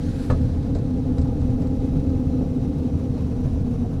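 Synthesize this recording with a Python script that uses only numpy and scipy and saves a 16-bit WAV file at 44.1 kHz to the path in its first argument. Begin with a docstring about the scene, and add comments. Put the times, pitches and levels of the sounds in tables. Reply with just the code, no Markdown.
"""On board a small roller coaster, rolling along steel track.
Rail roughness drives the car body: it booms, and its hum follows the speed. The wheels roar and hiss.
A faintly whistling air jet ends in one heavy clunk; after it, uneven track jolts the car
and loose fittings chink."""
import sys
import numpy as np
from scipy import signal
from scipy.fft import rfft, irfft
from scipy.io import wavfile
from scipy.ndimage import uniform_filter1d, map_coordinates

SR = 44100
rng = np.random.default_rng(int(sys.argv[2]) if len(sys.argv) > 2 else 0)


def store_wav(level_fs):
    """Save 16-bit WAV to argv[1]."""
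    pcm = np.round(np.clip(np.atleast_2d(level_fs), -1, 1) * 32767)
    wavfile.write(sys.argv[1], SR, pcm.T.astype(np.int16))


N = 176400

# car and track resonances (frequency [Hz], width [Hz], level [dB])
BODY_MODES = [(29.8, 21.7, -37.5), (47, 7.6, -48), (79.65, 14.4, -29), (97.8, 10.6, -38.5),
              (117.3, 22.3, -30.5), (149.4, 17.5, -32.5), (176.9, 12.5, -36.5), (213.5, 27, -37),
              (238.5, 22.3, -35), (253.84, 13.5, -29.5), (282.26, 12.3, -35), (323, 50, -44.5),
              (401.7, 43, -45), (452.5, 30, -46), (479.8, 14.9, -43), (515.2, 20, -45.5), (666, 90, -53.5),
              (786, 16, -55.5), (822, 25, -59.5), (1233, 110, -68)]
# wheel effort on the rails (time [s], level [dB])
EFFORT_DB = [(0, -1), (.7, -0.4), (1.2, 2), (1.8, 1.7), (2.35, 2), (2.8, 0.7), (3.4, -0.5), (4, -1.7)]
# deepest car shudder (time [s], level [dB])
SHUDDER_DB = [(0, 3.5), (.45, 6), (.9, 4.5), (1.35, 8.5), (1.8, 9.5), (2.2, 6), (2.55, 6.5), (2.95, -6),
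              (3.35, 6), (3.65, 9), (4, 2)]
# train speed (time [s], ratio to mean [1])
SPEED_RATIO = [(0, 1.03), (.6, 1.02), (1.2, 1.005), (1.7, 1.004), (2.25, 1.022), (2.8, 1.0), (3.3, 0.98),
               (4, 0.97)]

# wheel roar (frequency [Hz], density [dB])
ROAR_SPECTRUM = [(15, -4), (30, -0.5), (120, -4.5), (260, 2.5), (360, -14.5), (560, -12.5), (800, -18.5),
                 (1050, -23), (1500, -30), (2200, -49), (4000, -71)]
# roar envelope (time [s], level [dB])
ROAR_DB = [(0, -38), (.7, -36), (1.3, -35.5), (2.1, -36), (2.7, -36.7), (3.3, -33.5), (4, -35.5)]
# tread hiss (frequency [Hz], density [dB])
HISS_SPECTRUM = [(1000, -7.5), (1700, 1), (2300, 0), (3400, -2.5), (4300, -6), (4800, -4), (6300, -5.5),
                 (7000, -8.5), (8200, -12), (10000, -13), (12000, -16.5), (15500, -23)]
# swing of hiss and wheel ring (time [s], level [dB])
HISS_SWING_DB = [(0, 2), (.6, -3), (1.3, -1), (1.9, 1), (2.5, -0.5), (2.9, 0.9), (3.5, 1), (4, -1.3)]
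# steel wheel resonances (frequency [Hz], width [Hz], level [dB])
WHEEL_MODES = [(2110, 65, -76.5), (2570, 140, -72.5), (2920, 140, -83), (3835, 120, -72), (4120, 560, -71),
               (5810, 390, -72.5), (7400, 260, -83.5), (8950, 700, -78.5), (10060, 500, -81)]

# clunk contacts (time [s], level [dB])
CLUNK_HITS = [(0.2998, -5.5), (.302, -1), (0.319, -12.5), (0.329, -17.5)]
# clunk ring (frequency [Hz], level [dB], t60 [s])
CLUNK_MODES = [(33.2, -19.5, 0.61), (84.3, -25.5, 0.92), (118.8, -16.5, 0.25), (149, -23, 0.21),
               (416.5, -28.5, 0.095), (501, -23.5, 0.17), (599, -29.5, 0.097), (733, -37, .07),
               (838, -29.5, 0.093), (1114, -31, 0.097), (1257, -32.5, 0.11), (1300, -43, 0.06),
               (1720, -36, 0.082), (2070, -49, 0.086), (4070, -47, 0.1)]
# clunk contact noise (frequency [Hz], density [dB])
CRACK_SPECTRUM = [(100, 3), (350, 8.5), (560, 15.5), (850, 4), (1000, 1), (1230, 4), (1450, -2.5),
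                  (2300, -17), (4200, -21.5), (8000, -25.5), (15000, -55)]

# track bumps (time [s], thump level [dB], thump pitch [Hz], knock level [dB])
JOLTS = [(.345, -13, 80, -30), (0.413, -15, 88.4, -49), (0.457, -17, 123, -47), (0.511, -18.5, 78.3, -48),
         (0.754, -18, 74.3, -27), (.80, -19, 127, -52), (1.186, -12, 78.5, -37), (1.216, -16.5, 142, -44),
         (1.399, -22, 84, -49), (1.45, -16.5, 82, -43), (1.495, -14.5, 119, -39), (1.622, -20, 150, -31),
         (1.924, -30, 79.9, -36), (1.96, -14, 153, -51), (2.07, -19, 79.5, -37), (2.269, -19.5, 153, -49),
         (2.409, -19, 258, -27.5), (2.939, -17, 88.8, -32), (3.0, -22, 242, -51), (3.102, -16, 81.04, -55),
         (3.453, -13.5, 130, -31.5), (3.54, -20.5, 73.6, -57), (3.842, -30, 108, -31)]
# wheel frame knock (frequency [Hz], density [dB])
KNOCK_SPECTRUM = [(200, -7.5), (400, 9.5), (500, 5.5), (700, -2), (850, -13), (1100, -18.5), (1600, -27.5),
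                  (3000, -54)]
# fitting contacts (time [s], level [dB])
CHINK_HITS = [(.4108, -55), (.6263, -54), (.749, -44), (.765, -57), (.785, -52), (1.182, -44.5),
              (1.214, -48), (1.274, -53), (1.398, -54), (1.413, -54), (1.502, -52), (1.6166, -50),
              (1.669, -53), (1.801, -55), (2.092, -53)]
# fitting contact noise (frequency [Hz], density [dB])
CHINK_SPECTRUM = [(1500, 4.5), (3200, -5.5), (3900, 3.5), (4400, 2), (4900, 1), (5400, -5.5), (6700, -3),
                  (7400, -7), (7950, -2), (8500, -16), (14000, -50)]
# fitting ring (frequency [Hz], level [dB], t60 [s])
CHINK_MODES = [(3950, -14, .07), (5030, -14, .1), (5340, -13, .04), (7000, -15, .05), (7560, -14, 0.065),
               (7900, -19, .05)]

# escaping air (frequency [Hz], density [dB])
AIR_SPECTRUM = [(500, -10.5), (1500, 6), (2600, -4), (4200, 0), (6500, -9.5), (8500, -11.5), (10800, -15),
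                (13000, -26), (15500, -33.5)]
# air envelope (time [s], level [dB])
AIR_DB = [(0, -52.5), (.15, -51.5), (.24, -48.5), (.3, -53.5), (.36, -53.5), (.7, -57.5), (1.4, -61.5),
          (1.9, -66)]
# air sizzle before the clunk (frequency [Hz], density [dB])
SIZZLE_SPECTRUM = [(6000, -24), (9000, -7), (10300, 0.5), (12000, -8.5), (15500, -14)]
# sizzle envelope (time [s], level [dB])
SIZZLE_DB = [(0, -79), (.15, -72), (.21, -63), (.26, -62), (.31, -72), (.45, -95)]
# jet whistles (start [Hz], end [Hz], width [Hz], level [dB])
WHISTLES = [(5420, 8500, 750, -0.5), (8140, 12000, 1400, -5)]
# whistle envelope (time [s], level [dB])
WHISTLE_DB = [(0, -72), (.1, -65), (.2, -66), (.27, -65), (.34, -85)]


def body_rumble(pits_per_s=700, pit_size_db=2.5, steadiness=0.61):
    """Tiny rail pits drive the car's resonances; the hum's pitch follows the speed."""
    shudder_below_hz, bass_below_hz, hum_above_hz, whine_above_hz = 42, 200, 230, 720
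    is_pit = rng.random(N) < pits_per_s / SR
    pits = is_pit * from_db(pit_size_db * np.minimum(rng.exponential(1, N), 4))
    speed = curve(SPEED_RATIO) + 0.00806 * drift(rate_hz=2.89)
    effort_db = curve(EFFORT_DB)
    out = 0
    for hz, width_hz, db in BODY_MODES:
        mode = resonate(pits * rng.standard_normal(N), hz, width_hz)
        if hz > hum_above_hz:
            mode = glide(mode, speed)
        power = uniform_filter1d(mode ** 2, size=6000) + 1e-6
        evened = unit_rms(mode / power ** (steadiness / 2))
        effort_scale = 0.14 if hz < bass_below_hz else 1.3 if hz > whine_above_hz else 1
        swell_db = curve(SHUDDER_DB) if hz < shudder_below_hz else effort_scale * effort_db
        out = out + from_db(db + swell_db) * evened
    return out


def wheels(hiss_db=-59, roar_flutter_db=1.55, hiss_flutter_db=0.9, sheen_flutter_db=0.3, waver_db=2.1):
    """Treads roar and hiss, wheels ring; all flutter together as the contact changes."""
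    flutter = drift(rate_hz=25)
    roar = noise(ROAR_SPECTRUM) * from_db(curve(ROAR_DB) + roar_flutter_db * flutter)
    hiss = unit_rms(signal.sosfilt(butter(3, 1520, "high"), noise(HISS_SPECTRUM)))
    sheen = signal.sosfiltfilt(butter(2, 8000, "high"), hiss)
    hiss = hiss + sheen * (from_db(sheen_flutter_db * drift(rate_hz=35)) - 1)
    singing = 0
    for hz, width_hz, db in WHEEL_MODES:
        gain = from_db(db + waver_db * drift(rate_hz=7.8))
        singing = singing + gain * resonate(rng.standard_normal(N), hz, width_hz)
    swing = from_db(curve(HISS_SWING_DB) + hiss_flutter_db * flutter)
    return roar + (from_db(hiss_db) * hiss + singing) * swing


def clunk(ring_cutoff_hz=5000, crack_db=-21.5):
    """Heavy parts meet and bounce; their ring is dulled above 5 kHz."""
    hits = clicks(*np.transpose(CLUNK_HITS))
    ringing = signal.sosfilt(butter(2, ring_cutoff_hz, "low"), ring(hits, CLUNK_MODES))
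    crack = burst(hits, CRACK_SPECTRUM, t60_s=0.076, attack_s=0.0028)
    return ringing + from_db(crack_db) * crack


def jolts(t60_cycles=24):
    """Bumps thump the car, each at its own pitch, and knock the wheel frames."""
    thumps = sum(ring(clicks([time_s], 0), [(hz, db, t60_cycles / hz)]) for time_s, db, hz, _ in JOLTS)
    times_s, _, _, knock_db = np.transpose(JOLTS)
    knocks = burst(clicks(times_s, knock_db), KNOCK_SPECTRUM, t60_s=0.16, attack_s=0.0012)
    return thumps + knocks


def fittings():
    """Loose fittings tap and ring."""
    taps = clicks(*np.transpose(CHINK_HITS))
    return burst(taps, CHINK_SPECTRUM, t60_s=0.077, attack_s=0.0005) + ring(taps, CHINK_MODES)


def air_jet(flutter_db=0.54):
    """Escaping air hisses, sharpens to a sizzle, then fades after the clunk."""
    hiss = noise(AIR_SPECTRUM) * from_db(curve(AIR_DB))
    sizzle = noise(SIZZLE_SPECTRUM) * from_db(curve(SIZZLE_DB))
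    return (hiss + sizzle) * from_db(flutter_db * drift(rate_hz=30))


def jet_whistles(rise_s=0.17):
    """Breathy whistles rise as the flow builds, until the clunk shuts them off."""
    remaining = np.exp(-np.arange(N) / SR / rise_s)
    out = 0
    for start_hz, end_hz, width_hz, db in WHISTLES:
        tone = resonate(rng.standard_normal(N), end_hz, width_hz)
        pitch_ratio = 1 - (1 - start_hz / end_hz) * remaining
        out = out + from_db(db) * glide(tone, pitch_ratio)
    return out * from_db(curve(WHISTLE_DB))


def from_db(db):
    """Decibels to gain."""
    return 10 ** (np.asarray(db) / 20)


def unit_rms(x):
    """Scale to rms 1."""
    return x / np.sqrt(np.mean(x ** 2) + 1e-20)


def curve(rows):
    """Interpolate (time [s], value) rows at every sample."""
    return np.interp(np.arange(N) / SR, *np.transpose(rows))


def butter(order, corner_hz, kind):
    """Butterworth filter sections."""
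    return signal.butter(order, corner_hz, kind, fs=SR, output="sos")


def drift(rate_hz):
    """Slow random wander, rms 1."""
    hop, warmup = 40, 2000
    r = np.exp(-2 * np.pi * rate_hz * hop / SR)
    white = rng.standard_normal(N // hop + warmup + 2)
    slow = signal.lfilter([1], [1, -2 * r, r * r], white)[warmup:]
    return np.interp(np.arange(N) / hop, np.arange(len(slow)), unit_rms(slow))


def noise(spectrum):
    """Coloured noise, rms 1."""
    hz, db = np.transpose(spectrum)
    bins_hz = np.maximum(np.arange(N // 2 + 1) * SR / N, 1)
    gain = from_db(np.interp(np.log(bins_hz), np.log(hz), db))
    return unit_rms(irfft(rfft(rng.standard_normal(N)) * gain, N))


def resonate(x, hz, width_hz):
    """Resonator applied twice, already ringing at the start; rms 1."""
    r = np.exp(-np.pi * width_hz / SR)
    section = [1 - r, 0, r - 1, 1, -2 * r * np.cos(2 * np.pi * hz / SR), r * r]
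    primed = np.r_[x[-SR // 2:], x]
    return unit_rms(signal.sosfilt([section, section], primed)[-N:])


def glide(x, ratio):
    """Shift pitch by a varying ratio."""
    return map_coordinates(x, [np.cumsum(np.clip(ratio, .3, 3))], order=3, mode="mirror")


def clicks(times_s, db):
    """One impulse per contact."""
    out = np.zeros(N)
    out[(np.asarray(times_s) * SR).astype(int)] = from_db(db)
    return out + 1e-18


def ring(hits, modes):
    """Impulses excite decaying sines."""
    out = 0
    for hz, db, t60_s in modes:
        r = from_db(-60 / (t60_s * SR))
        w = 2 * np.pi * hz / SR
        out = out + from_db(db) * signal.lfilter([0, np.sin(w)], [1, -2 * r * np.cos(w), r * r], hits)
    return out


def burst(hits, spectrum, t60_s, attack_s):
    """Impulses start decaying puffs of noise."""
    decay = from_db(-60 / (t60_s * SR))
    attack = np.exp(-1 / (attack_s * SR))
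    envelope = signal.lfilter([1 - attack], np.convolve([1, -decay], [1, -attack]), hits)
    return noise(spectrum) * envelope


def scene():
    """All sources on board, mono."""
    return (body_rumble() + wheels() + air_jet() + jet_whistles() + clunk() + jolts() + fittings())[None]


def record(dry):
    """Cut the deepest bass and the top."""
    low_hz, high_hz = 14, 15750
    thinned = signal.sosfilt(butter(2, low_hz, "high"), dry)
    return signal.sosfilt(signal.ellip(10, .2, 80, high_hz, fs=SR, output="sos"), thinned)


dry = scene()
out = record(dry)
store_wav(out)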